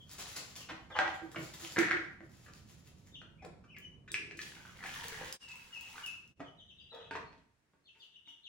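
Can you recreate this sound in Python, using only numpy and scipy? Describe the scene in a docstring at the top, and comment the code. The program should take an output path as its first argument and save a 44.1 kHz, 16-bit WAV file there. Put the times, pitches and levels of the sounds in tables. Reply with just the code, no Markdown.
"""Low rumble and faint hiss lie under a hard-walled shed; sleeves rustle and chicks peep from across the room.
A plastic poultry waterer is twisted apart and its tank set on the floor: blows ring panels, walls and inner air.
A thin water jug is uncapped, pops as it flexes and is poured into the tank: ringing bubbles, slaps and noisy spray.
Then the base is pressed back on the filled tank, with thumps and scrapes. The level dips briefly twice."""
import sys
import numpy as np
from scipy import signal
from scipy.fft import rfft, irfft
from scipy.io import wavfile
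from scipy.ndimage import uniform_filter1d

SR = 44100
rng = np.random.default_rng(int(sys.argv[2]) if len(sys.argv) > 2 else 0)


def file_out(sig):
    """Save sig as 16-bit WAV at sys.argv[1]."""
    # one column per channel
    cols = np.atleast_2d(sig).T
    # limit, then scale
    lim = np.clip(cols, -1, 1)
    pcm = np.round(lim * 32767).astype(np.int16)
    wavfile.write(sys.argv[1], SR, pcm)


N = 374346
T = np.arange(N) / SR

# Table levels precede each function's gain_db.
# damped modes of the empty waterer's walls: mode_hz, width_hz, level_db
WATERER_MODES = [(415, 40, -17), (760, 30, 0), (870, 45, -5), (940, 50, -7), (1200, 60, -9), (1375, 40, -5),
                 (1592, 50, -2), (1800, 90, -3), (1950, 50, -4), (2380, 80, -11), (3050, 80, -17),
                 (4480, 140, -22)]
# first splash, trickle, full stream, then the jug drains upside down: start_s, length_s, bubbles_db, spray_db
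GUSHES = [(4.416, 0.02, -72, -52.5), (4.545, 0.27, -64.5, -66), (4.845, 0.42, -55.5, -54.5),
          (5.483, 0.53, -67.5, -64), (5.832, .25, -66, -62), (5.943, 0.043, -60.5, -64)]
GUSH_ATTACK_S, GUSH_RELEASE_S = 0.045, 0.14  # time to change by 20 dB


def undb(db):
    """Decibels to gain."""
    return 10 ** (np.asarray(db) / 20)


def unit(x):
    """Scale to a mean energy of one per channel."""
    return x / np.sqrt(np.mean(np.sum(x ** 2, axis=-1)))


def colour(x, points):
    """Filter by a spectrum of hz, gain_db points, straight over log frequency."""
    hz, db = np.transpose(points)
    f = np.linspace(1, SR / 2, x.shape[-1] // 2 + 1)
    gain = undb(np.interp(np.log(f), np.log(hz), db))
    return irfft(rfft(x) * gain, x.shape[-1])


def band(x, lo_hz, hi_hz, order=2):
    """Causal band-pass."""
    edges_hz = [lo_hz, min(hi_hz, SR / 2 - 100)]
    return signal.sosfilt(signal.butter(order, edges_hz, "band", fs=SR, output="sos"), x)


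def normal(x, lo_hz, hi_hz):
    """Scale so that one band has an rms of one."""
    return x / np.std(band(x, lo_hz, hi_hz))


def diffuse(count, alike_hz=520):
    """Stereo noise from all around: mostly alike at both ears in the bass, unrelated in the treble."""
    mid, side = rfft(rng.standard_normal((2, count)))
    alike = 0.9 / (1 + (np.linspace(0, SR / 2, len(mid)) / alike_hz) ** 2)
    mid = mid * np.sqrt(1 + alike)
    side = side * np.sqrt(1 - alike)
    return irfft(np.array([mid + side, mid - side]), count) / np.sqrt(2)


def walk(rate_hz):
    """Random wander with a spread of one."""
    k = int(SR / rate_hz)
    steps = np.repeat(rng.standard_normal(N // k + 1), k)
    w = uniform_filter1d(steps, k)[:N]
    return w / w.std()


def add(track, start_s, x):
    """Mix a sound into a track."""
    i = min(max(int(start_s * SR), 0), N)
    track[..., i:i + x.shape[-1]] += x[..., :N - i]


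def pan(left_db):
    """Channel gains for a left-minus-right level."""
    return undb(np.array([[left_db], [-left_db]]) / 2)


def swells(rows, attack_s, release_s):
    """Gain from start_s, length_s, level_db rows: each swells up, holds and dies away."""
    power = 0
    for start_s, length_s, db in rows:
        early = np.maximum(start_s - T, 0) / attack_s
        late = np.maximum(T - start_s - length_s, 0) / release_s
        power = power + undb(db - 20 * (early + late)) ** 2
    return np.sqrt(power)


def ring(t, hz, width_hz):
    """One freely decaying mode; a wider resonance decays faster."""
    return unit(np.sin(2 * np.pi * hz * t) * np.exp(-np.pi * width_hz * t))


def bubble(start_hz, cycles, glide):
    """A trapped bubble rings for some cycles and rises in pitch as it nears the surface."""
    age = T[:int(3 * cycles / start_hz * SR)] * start_hz / cycles
    return unit(np.sin(2 * np.pi * cycles * age * (1 + glide * age / 2)) * np.exp(-2 * age))


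def shed(x, direct_db, tail_db, lead_s=0.000046, t60_low_s=0.52, t60_mid_s=0.53, t60_high_s=0.21,
         high_db=-3, build_s=0.0036):
    """Direct sound, a few close reflections and a diffuse tail that dulls as it fades."""
    # nearby surfaces: delay_s, gain_db relative to direct
    echoes = [(.0014, -26), (.0077, -23), (.011, -15.5), (.0186, -17.5)]
    t = T[:SR]
    noise = diffuse(len(t))
    # lo_hz, hi_hz, t60_s, level_db
    bands = [(40, 600, t60_low_s, 0), (600, 7000, t60_mid_s, 0), (7000, 18000, t60_high_s, high_db)]
    tail = 0
    for k, (lo_hz, hi_hz, t60_s, db) in enumerate(bands):
        decay = np.exp(-np.log(1000) * t / t60_s)
        tail = tail + (-1) ** k * undb(db) * band(noise, lo_hz, hi_hz) * decay
    response = undb(tail_db) * unit(tail * (1 - np.exp(-t / build_s)))
    # direct sound reaches the left port just before the right
    response[[0, 1], [0, round(lead_s * SR)]] += undb(direct_db)
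    for k, (delay_s, db) in enumerate(echoes):
        # reflections come from alternate sides, 3 samples later at the far port
        i = int(delay_s * SR)
        response[k % 2, i] += undb(direct_db + db)
        response[1 - k % 2, i + 3] += undb(direct_db + db)
    return signal.fftconvolve(x[None], response, axes=1)[:, :N]


def background(rumble_db=1, flutter_db=0.5, rest_db=-80.5, air_db=-77):
    """An uneven low rumble under a faint even hiss, both coloured diffuse noise."""
    # spells of rumble: start_s, length_s, level_db
    spells = [(0, 5.27, -58.5), (5.45, 1.39, -67.5), (7.2, 0.066, -58.5)]
    # spectra: hz, gain_db
    rumble_colour = [(15, -36), (25, -11.5), (76, 4), (179, 2), (346, -10.5), (550, -16), (628, -19),
                     (682, -17.5), (818, -28.5), (904, -20.5), (1300, -29), (1690, -52.5), (2860, -120)]
    air_colour = [(120, -43), (200, -16.5), (366, -8), (473, -13.5), (1120, -15.5), (1810, -12.5),
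                  (3370, -21.5), (8000, -25.5), (12000, -32), (16000, -50)]
    level = swells(spells, attack_s=0.27, release_s=0.23) + undb(rest_db)
    rumble = normal(colour(diffuse(N), rumble_colour), 35, 300)
    rumble = rumble * level * undb(rumble_db + flutter_db * walk(12))
    hiss = normal(colour(diffuse(N), air_colour), 140, 16000) * undb(air_db)
    return rumble * pan(left_db=-3.5) + hiss


def chicks(knee=0.88, late=1.7, rasp_db=7, tremble_db=2, octave_db=-20, octave_spread_db=4, gain_db=-4):
    """Whistles arch through a crest and level off; the wider the pitch span, the rougher the voice."""
    # start_s, length_s, top_hz, end_hz, level_db, late_swell_db, crest_place (0-1)
    calls = [(0, 0.018, 3350, 3120, -53.5, -22, 0.38), (0.588, 0.042, 3250, 2700, -54.5, -21, 0.2),
             (0.906, 0.063, 3640, 2830, -50.5, -26, 0.05), (3.108, .035, 3500, 3750, -68, -26, 0.23),
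             (3.133, 0.033, 3734, 2773, -48.5, -21, 0.21), (3.159, 0.039, 3450, 2784, -56.5, -24, .15),
             (3.376, 0.06, 2520, 2000, -62, -23, 0.37), (3.677, 0.027, 3080, 2850, -62, -19, 0.76),
             (3.68, 0.091, 2760, 2100, -58, -31, 0.45), (3.808, 0.053, 3065, 2950, -52.5, -28, 0.21),
             (4.083, 0.041, 3900, 3400, -54, -27, 0.32), (5.404, 0.051, 2867, 2700, -51, -9, 0.48),
             (5.47, 0.058, 2666, 2570, -50, -8, 0.28), (5.717, 0.069, 2890, 2560, -45, -7, 0.2),
             (6.022, .075, 2915, 2590, -42.5, -11, .22), (6.437, 0.048, 3490, 2960, -59.5, -19, 0),
             (6.573, 0.049, 3920, 3000, -57, -2, 0), (6.673, 0.053, 3404, 2700, -63, -27, 0.02),
             (6.764, 0.056, 3790, 2730, -57, -30, .25), (6.794, 0.033, 4870, 4750, -70, -20, .2),
             (6.82, 0.06, 3780, 2700, -61, -14, 0.16), (6.894, 0.072, 3970, 3300, -54, -6, 0.17),
             (6.957, 0.069, 3920, 2850, -62, -16, 0.1), (7.009, 0.059, 3770, 2600, -62, -15, 0.5),
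             (7.247, .04, 4500, 4250, -68.5, -20, 0.17), (7.835, 0.081, 4350, 2850, -68, -23, 0.16),
             (7.853, 0.05, 3570, 2650, -60, -20, 0.2), (7.989, .065, 4780, 2950, -64.5, -26, 0.18),
             (7.993, 0.051, 3650, 2750, -56, -13, 0.13), (8.125, 0.051, 3780, 2750, -57.5, -10, 0.14),
             (8.254, 0.045, 3696, 2850, -53, -24, 0.17), (8.282, 0.062, 3770, 2800, -60.5, -20, .2),
             (8.429, 0.058, 4170, 3200, -62.5, -20, 0.15), (8.432, 0.057, 3690, 2750, -50, -20, 0.1)]
    beak_hz, beak_width_hz = 6000, 480
    jitter = 0.046  # pitch jitter per unit of log span
    late_swell_s = 0.1  # the room swells again after a call
    out = np.zeros(N)
    wobble, flutter, tremble = walk(700), walk(400), walk(110)
    beaks = rng.uniform(-1, 1, len(calls))
    for (start_s, length_s, top_hz, end_hz, db, late_swell_db, crest), beak in zip(calls, beaks):
        u = np.linspace(0, 1, int(length_s * SR))
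        now = (int(start_s * SR) + np.arange(len(u))) % N
        strain = abs(np.log(top_hz / end_hz))
        arch = np.cos(np.pi / 2 * np.clip((u - crest) / (knee - crest), -0.5, 1)) ** 2
        hz = (end_hz + (top_hz - end_hz) * arch) * (1 + jitter * strain * wobble[now])
        phase = 2 * np.pi * np.cumsum(hz) / SR
        roughness_db = rasp_db * strain * flutter[now] + tremble_db * tremble[now]
        swell = np.abs(np.sin(np.pi * u ** late)) ** 0.5 * undb(roughness_db)
        # the octave sweeps through the beak's resonance; the beak opens differently for each call
        octave = undb(octave_db + octave_spread_db * beak) / (1 + ((2 * hz - beak_hz) / beak_width_hz) ** 2)
        call = swell * (np.sin(phase) + octave * np.sin(2 * phase))
        call = undb(db + gain_db) * call / call.std()
        add(out, start_s, call)
        add(out, start_s + late_swell_s, undb(late_swell_db) * call)
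    return out


def cloth(patchy_db=7.5, grain_db=4.5, gain_db=-4):
    """Fibres catch and let go in dense, uneven grains of coloured noise."""
    # strokes of sleeves and trousers: start_s, length_s, level_db
    rubs = [(0, 0.0038, -65), (.24, 0.23, -50), (1.40, 0.28, -52.5), (2.44, 0.28, -64), (2.82, 0.23, -69)]
    # brief scuffs as the grip shifts: start_s, length_s, level_db
    scuffs = [(.168, 0.02, -58), (1.39, .015, -67), (1.625, 0.011, -54), (2.385, 0.0059, -52.5),
              (2.537, 0.0034, -76), (2.995, 0.0033, -80), (7.98, .03, -71.5), (8.28, 0.015, -70)]
    # spectrum: hz, gain_db
    cloth_colour = [(180, -34), (300, -4.5), (372, -6.5), (593, -6), (930, -2), (1120, -2.5), (3000, -1),
                    (5900, -1.5), (7320, 0), (8640, -12.5), (10000, -3.5), (11800, -2), (13500, -29),
                    (15000, -12), (16000, -23.5)]
    grains = rng.standard_normal(N) * undb(patchy_db * walk(45.07) + grain_db * walk(900))
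    rubbing = swells(rubs, attack_s=0.35, release_s=0.22)
    scuffing = swells(scuffs, attack_s=0.046, release_s=0.06)
    return undb(gain_db) * normal(colour(grains, cloth_colour), 5400, 12000) * np.hypot(rubbing, scuffing)


def snaps(gain_db=20):
    """Short bright noise bursts: cloth, fingers, drops, and the sharp edge of tank and jug knocks."""
    # start_s, level_db, centre_hz, decay_s
    ticks = [(.096, -68, 8900, .0008), (0.1147, -53.5, 8300, 0.0008), (0.133, -57, 9500, 0.00057),
             (0.199, -54.5, 1940, 0.003), (0.225, -49.5, 5960, 0.00047), (0.257, -51, 2360, 0.0025),
             (1.787, -35.5, 5040, 0.0031), (2.536, -58, 5800, 0.0012), (2.55, -66, 6200, 0.00081),
             (3.45, -59.5, 5900, 0.0018), (3.784, -60.5, 9340, .003), (4.118, -43, 7550, 0.00065),
             (4.371, -54, 6300, 0.0072), (4.416, -44.5, 3930, 0.0071), (4.553, -58, 2700, 0.0022),
             (4.893, -49, 2400, 0.00038), (5.01, -52, 3000, 0.00099), (5.083, -46, 8500, 0.0018),
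             (5.326, -41, 6800, 0.0017), (5.431, -64, 6500, 0.0018), (5.487, -55, 4460, .006),
             (5.516, -56, 4300, .003), (5.81, -55, 9000, .002), (6.0626, -47, 7500, 0.0007),
             (6.068, -63, 7640, .001), (6.079, -69, 10000, .0015), (6.277, -69, 6800, 0.00078),
             (6.948, -66, 6360, 0.00094)]
    out, t = np.zeros(N), T[:SR // 40]
    for start_s, db, hz, decay_s in ticks:
        burst = rng.standard_normal(len(t)) * np.exp(-t / decay_s)
        add(out, start_s, undb(db + gain_db) * unit(band(burst, hz / 2, hz * 1.6)))
    return out


def knocks(blows, modes, hollow_hz, hollow_width_hz, panel_span, skirt_db, wall_db, air_db, crack_db, gain_db,
           crack_s=0.004, flex=0.025):
    """Each blow snaps a damped panel, rings walls and inner air, thumps and cracks; returns shell and air."""
    shell, hollow = np.zeros((2, N))
    t = T[:SR // 2]
    tick = 1.0 * (t == 0)
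    walls = sum(undb(db) * ring(t, hz, width_hz) * (-1) ** k for k, (hz, width_hz, db) in enumerate(modes))
    # walls radiate little below their first listed mode
    walls = unit(band(walls, modes[0][0], SR / 2, order=3))
    thump = unit(band(tick, 65, 690, order=3))
    for start_s, db, hz, thump_db, scrape_s in blows:
        # first contact, then small slips as the parts slide
        slips, grit = rng.standard_normal((2, len(t)))
        scrape = unit(slips * np.abs(slips) ** 2 * t ** 0.54 * np.exp(-t / scrape_s))
        push = unit(tick + scrape_s / 0.0023 * scrape) * np.sqrt(1 + scrape_s / 0.084)
        panel = unit(band(tick, hz / (1 + panel_span), hz * (1 + panel_span)))
        skirt = undb(skirt_db) * unit(band(tick, hz / 1.4, hz * 2))
        crack = undb(crack_db) * unit(band(grit * np.exp(-t / crack_s), 1400, 6600, order=3))
        body = unit(panel + skirt) + undb(wall_db) * walls + undb(thump_db) * thump + crack
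        add(shell, start_s, undb(db + gain_db) * signal.fftconvolve(push, body)[:len(t)])
        # enclosed air takes a few cycles to swing up; its note strays per blow as the walls flex
        note_hz = hollow_hz * (1 + flex * rng.uniform(-0.99, 1))
        air = unit(ring(t, note_hz, hollow_width_hz) * (1 - np.exp(-t / 0.0089)))
        add(hollow, start_s, undb(db + gain_db + thump_db + air_db) * air)
    return np.array([shell, hollow])


def base_twisted_off():
    """The base knocks and scrapes on the empty tank."""
    # start_s, level_db, panel_hz, thump_db, scrape_s
    blows = [(.689, -34.5, 1844, -10, 0.009), (.692, -39, 700, -15, 0.0077), (.902, -39, 719, -32.5, 0.01),
             (.953, -28.5, 776.5, -29, 0.01), (.962, -36, 2033, -24.5, 0.01),
             (.9893, -20, 1402, -23.5, 0.00016), (.9905, -23.5, 771, -26, .0005),
             (.9955, -31, 838, -18.5, .0008), (.9998, -31, 1250, -20, 0.00033),
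             (1.013, -35, 900, -10.5, .001), (1.052, -34, 1105, -8.5, 0.0044),
             (1.079, -33.5, 1776, -27.5, 0.00046)]
    return knocks(blows, WATERER_MODES, hollow_hz=325, hollow_width_hz=17, panel_span=0.47, skirt_db=-1.5,
                  wall_db=-2.5, air_db=1, crack_db=-21.5, gain_db=18.5)


def tank_set_down():
    """The open, empty tank is lifted clear and rocks onto its feet."""
    # start_s, level_db, panel_hz, thump_db, scrape_s
    blows = [(1.215, -50, 300, -1, 0.017), (1.346, -43, 1220, -13.5, 0.0057),
             (1.360, -32.5, 2050, -11, .0052), (1.376, -46.5, 151.6, -2, 0.0073),
             (1.6488, -41.5, 2870, -28.5, 0.00037), (1.762, -30.5, 1700, -12.5, 0.0036),
             (1.7693, -27.5, 1650, -10, 0.0016), (1.782, -26.5, 1640, -6, 0.0039),
             (1.7878, -27.5, 2100, -18.5, 0.00055), (1.7914, -27.5, 1950, -18, 0.0011),
             (1.7952, -30, 1800, -16.5, 0.00044), (1.8155, -30.5, 1750, -25, 0.00039),
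             (1.832, -28, 1950, -26.5, 0.003), (1.850, -36.5, 1770, -15, 0.00071),
             (1.874, -33, 1800, -28, 0.0054), (1.886, -32.5, 1700, -25.5, 0.0005),
             (1.908, -32, 1800, -23.5, 0.00067), (1.9116, -22.5, 1727, -24.5, 0.00027),
             (1.9185, -27, 1800, -22, 0.0006), (1.9712, -36, 1900, -8.5, 0.00043),
             (2.206, -50, 1630, -2.5, 0.0018)]
    return knocks(blows, WATERER_MODES, hollow_hz=330, hollow_width_hz=27, panel_span=0.2, skirt_db=-18.5,
                  wall_db=-19, air_db=2, crack_db=-33.5, gain_db=21.5)


def booms(sag=0.02):
    """The tank's bottom flexes and pumps the air inside: short hollow notes that sag in pitch."""
    # start_s, length_s, level_db, mid_pitch_hz
    pushes = [(0.681, 0.061, -52.5, 323), (1.214, 0.079, -48.5, 321), (1.422, 0.024, -56, 350),
              (1.619, 0.054, -53.5, 334), (1.779, .062, -32, 342), (1.921, 0.052, -42, 352.5),
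              (6.4, 0.027, -51.5, 289)]
    out = np.zeros(N)
    for start_s, length_s, db, hz in pushes:
        u = np.linspace(0, 1, int(length_s * SR))
        phase = 2 * np.pi * np.cumsum(hz * (1 + sag * (0.5 - u))) / SR
        add(out, start_s, 2 * undb(db) * np.sin(np.pi * u) * np.sin(phase))
    return out


def base_refitted():
    """The base is set on the filled tank and pressed home."""
    # start_s, level_db, panel_hz, thump_db, scrape_s
    blows = [(6.396, -46, 141, -12, 0.0019), (6.4035, -37.5, 677, -3.5, 0.0017),
             (6.404, -47.5, 1710, -8, 0.0075), (6.918, -42, 510, -35, 0.038),
             (6.935, -52, 1410, -15, 0.068), (7.110, -35, 1620, -9, 0.0029), (7.128, -43, 1890, -8, 0.011),
             (7.153, -32.5, 900, -25, 0.0017), (7.158, -41.5, 2010, -9, 0.0084),
             (7.325, -56, 2130, -5, .0057), (7.379, -65.5, 3060, 4, 0.0023),
             (7.735, -68.5, 1515, 4, 0.0044), (7.95, -62.5, 1990, -21.5, 0.0099),
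             (8.274, -59.5, 2090, -2, 0.0039)]
    # water-laden tank and base: mode_hz, width_hz, level_db
    modes = [(272, 61, -6.5), (443, 24, -1.5), (580, 82, -9.5), (920, 14, 1), (1237, 64, -4),
             (1500, 56, -12), (1640, 100, -9), (1940, 47, -4), (2510, 60, -8), (3250, 1100, -19)]
    return knocks(blows, modes, hollow_hz=285, hollow_width_hz=12, panel_span=0.3, skirt_db=-3,
                  wall_db=-4, air_db=-10, crack_db=-20.5, gain_db=19.5)


def jug_flexed():
    """The jug is lifted and uncapped, then its thin sides pop as it empties."""
    # start_s, level_db, panel_hz, thump_db, scrape_s
    blows = [(2.461, -47.5, 1670, -8, .005), (2.48, -48.5, 1310, -7, 0.009),
             (3.216, -45.5, 1570, -6.5, 0.0021), (3.422, -46.5, 656, 2, 0.0061),
             (3.447, -42.5, 1230, 4, 0.0028), (3.640, -53.5, 1290, -19, 0.0046),
             (3.7655, -42.5, 2100, -37, 0.0027), (4.078, -42.5, 1690, -42, 0.0053),
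             (4.1427, -24, 2270, -54, 0.00069), (4.1505, -41, 2370, -36, .0005),
             (4.1615, -36, 2240, -35, 0.00044), (4.311, -40.5, 2180, -12, 0.00025),
             (4.391, -33.5, 2030, -38, 0.0017), (4.8385, -33, 1640, -13.5, 0.0017),
             (4.858, -35, 2050, -30, 0.0032), (4.949, -42, 1900, -25, 0.00075),
             (5.213, -41, 784, -3, 0.0016), (5.980, -37.5, 1350, -38, 0.00096)]
    # jug walls: mode_hz, width_hz, level_db
    modes = [(1730, 45, 21.5), (2100, 37, -4), (2360, 190, 21), (2700, 31, -17.5), (3560, 80, -41)]
    return knocks(blows, modes, hollow_hz=345, hollow_width_hz=16, panel_span=0.19, skirt_db=-44,
                  wall_db=-4.5, air_db=-10, crack_db=-11.5, gain_db=18)


def sloshes(hz=355, span=0.19, broken_db=2, gain_db=-5):
    """Water shifting in the tilted jug stirs its air in fits, around the hollow note."""
    # start_s, length_s, level_db
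    shifts = [(3.78, 0.01, -66), (4.1, 0.33, -60)]
    air = band(rng.standard_normal(N), hz / (1 + span), hz * (1 + span)) * undb(broken_db * walk(30))
    return undb(gain_db) * air / air.std() * swells(shifts, GUSH_ATTACK_S, GUSH_RELEASE_S)


def glugs(cycles=10, glide=0.029, gain_db=22):
    """Single bubbles ring clear of the stream, from small plinks to gulped air pockets."""
    # start_s, level_db, start_pitch_hz
    pockets = [(4.521, -47, 1640), (4.566, -49, 1500), (4.602, -50, 1540), (4.652, -45, 1480),
               (4.695, -49, 1290), (4.767, -57, 1950), (4.79, -48, 2050), (4.829, -42, 1660),
               (4.849, -41, 775), (4.894, -45, 1580), (4.999, -41, 1700), (5.011, -46, 1820),
               (5.04, -39.5, 1810), (5.05, -44, 462), (5.087, -43, 1740), (5.123, -41.5, 436),
               (5.153, -50, 950), (5.177, -40.5, 1720), (5.212, -37, 512), (5.221, -42, 1650),
               (5.229, -54, 795), (5.25, -47, 356), (5.268, -45, 1700)]
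    out = np.zeros(N)
    for start_s, db, hz in pockets:
        add(out, start_s, undb(db + gain_db) * bubble(hz, cycles, glide))
    return out


def splats(lo_hz=1100, hi_hz=4200, cycles=5.2, spread_db=3.5, gain_db=-8.5, count=260):
    """The full stream breaks into blobs that slap the water, each a short, dull ring."""
    out = np.zeros(N)
    start_s, length_s, db, _ = max(GUSHES, key=lambda gush: gush[2])
    for when, size, strength in rng.random((count, 3)):
        hz = lo_hz * (hi_hz / lo_hz) ** size
        blob = undb(-spread_db * np.log(0.03 + strength)) * bubble(hz, cycles, glide=0.1)
        add(out, start_s + when * (length_s + GUSH_ATTACK_S), blob)
    return undb(db + gain_db) * out / out.std() * np.sqrt(length_s / T[-1])


def pour(cycles=7, glide=0.075, size_db=6, drop_db=6, splash_db=0.5, spray_db=-3, spurt_db=-1.5, count=1400):
    """The stream arrives in spurts, traps bubbles of all sizes and spatters droplets on the tank wall."""
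    # spectra: hz, gain_db
    bubble_colour = [(300, -1), (460, -11), (680, -12.5), (950, 2), (1250, -2.5), (1700, 3.5), (2400, -0.5),
                     (3500, -12.5), (6000, -29)]
    spray_colour = [(1500, -2), (3000, 9.5), (4500, 4), (7500, 3.5), (8500, -4), (10000, 1.5), (12000, 2.5),
                    (13500, -19), (15500, -10)]
    stream = swells([(s, length_s, db) for s, length_s, db, _ in GUSHES], GUSH_ATTACK_S, GUSH_RELEASE_S)
    spatter = swells([(s, length_s, db) for s, length_s, _, db in GUSHES], GUSH_ATTACK_S, GUSH_RELEASE_S)
    first_s = GUSHES[0][0] - GUSH_ATTACK_S
    last_s = max(s + length_s for s, length_s, _, _ in GUSHES) + 2 * GUSH_RELEASE_S
    flows = stream / stream.max()
    bubbles = np.zeros(N)
    for when, size, strength, luck in rng.random((count, 4)):
        start_s = first_s + when * (last_s - first_s)
        flow = flows[int(start_s * SR)]
        # a trickle traps few bubbles, so each stands out; a gush traps many
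        if luck < flow ** 0.5:
            hz = 400 * 14 ** size
            gain = undb(-size_db * np.log(0.022 + strength)) * np.sqrt(hz / flow ** 0.5)
            add(bubbles, start_s, bubble(hz, cycles, glide) * gain)
    bubbles = normal(colour(bubbles, bubble_colour), 480, 1670) * np.sqrt((last_s - first_s) / T[-1])
    drops = rng.standard_normal(N) * undb(drop_db * walk(1500) + spurt_db * walk(70))
    spray = normal(colour(drops, spray_colour), 5940, 10900)
    return undb(splash_db) * bubbles * stream + undb(spray_db) * spray * spatter


def scene():
    """Handling and water are close by; the chicks are off to the left, heard mostly through the room."""
    # brief level dips: centre_s, depth_db
    dip_rows = [(5.388, -23), (6.349, -15)]
    dip_s = 0.02  # half width to 1/e of the depth in dB
    peeps = shed(chicks(), direct_db=1, tail_db=3, lead_s=0.00044, t60_mid_s=0.42) * pan(left_db=3)
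    rustle = shed(cloth(), direct_db=2.5, tail_db=5) * pan(left_db=1.2)
    ticks = shed(snaps(), direct_db=8.5, tail_db=5.5)
    base, base_air = base_twisted_off()
    tank, tank_air = tank_set_down()
    jug, jug_air = jug_flexed()
    refit, refit_air = base_refitted()
    plastic = shed(base, direct_db=2, tail_db=1.5)
    plastic += shed(tank, direct_db=2.5, tail_db=2, t60_mid_s=0.51) * pan(left_db=-0.5)
    plastic += shed(jug, direct_db=0.5, tail_db=-0.5)
    plastic += shed(refit, direct_db=2, tail_db=1, t60_mid_s=0.48)
    hollow = base_air + tank_air + jug_air + refit_air + sloshes()
    boom = shed(hollow, direct_db=3, tail_db=2.5, lead_s=0.00021) * pan(left_db=-2.5)
    boom += shed(booms(), direct_db=1.5, tail_db=-12.5, lead_s=0.0003) * pan(left_db=-11)
    water = shed(pour() + splats(), direct_db=-0.5, tail_db=0.5)
    water += shed(glugs(), direct_db=-1.5, tail_db=-5.5)
    dips = undb(sum(db * np.exp(-((T - s) / dip_s) ** 2) for s, db in dip_rows))
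    return (background() + peeps + rustle + ticks + plastic + boom + water) * dips


def record(dry):
    """The microphone has a notch in the high treble, a lift above it and a steep top cut."""
    top_hz = 15900
    heard = colour(dry, [(11500, -3.5), (12500, -7), (13400, -8), (14600, 4.5), (15500, 9)])  # hz, gain_db
    return signal.sosfilt(signal.ellip(10, 0.2, 70, top_hz, fs=SR, output="sos"), heard)


dry = scene()
out = record(dry)
file_out(out)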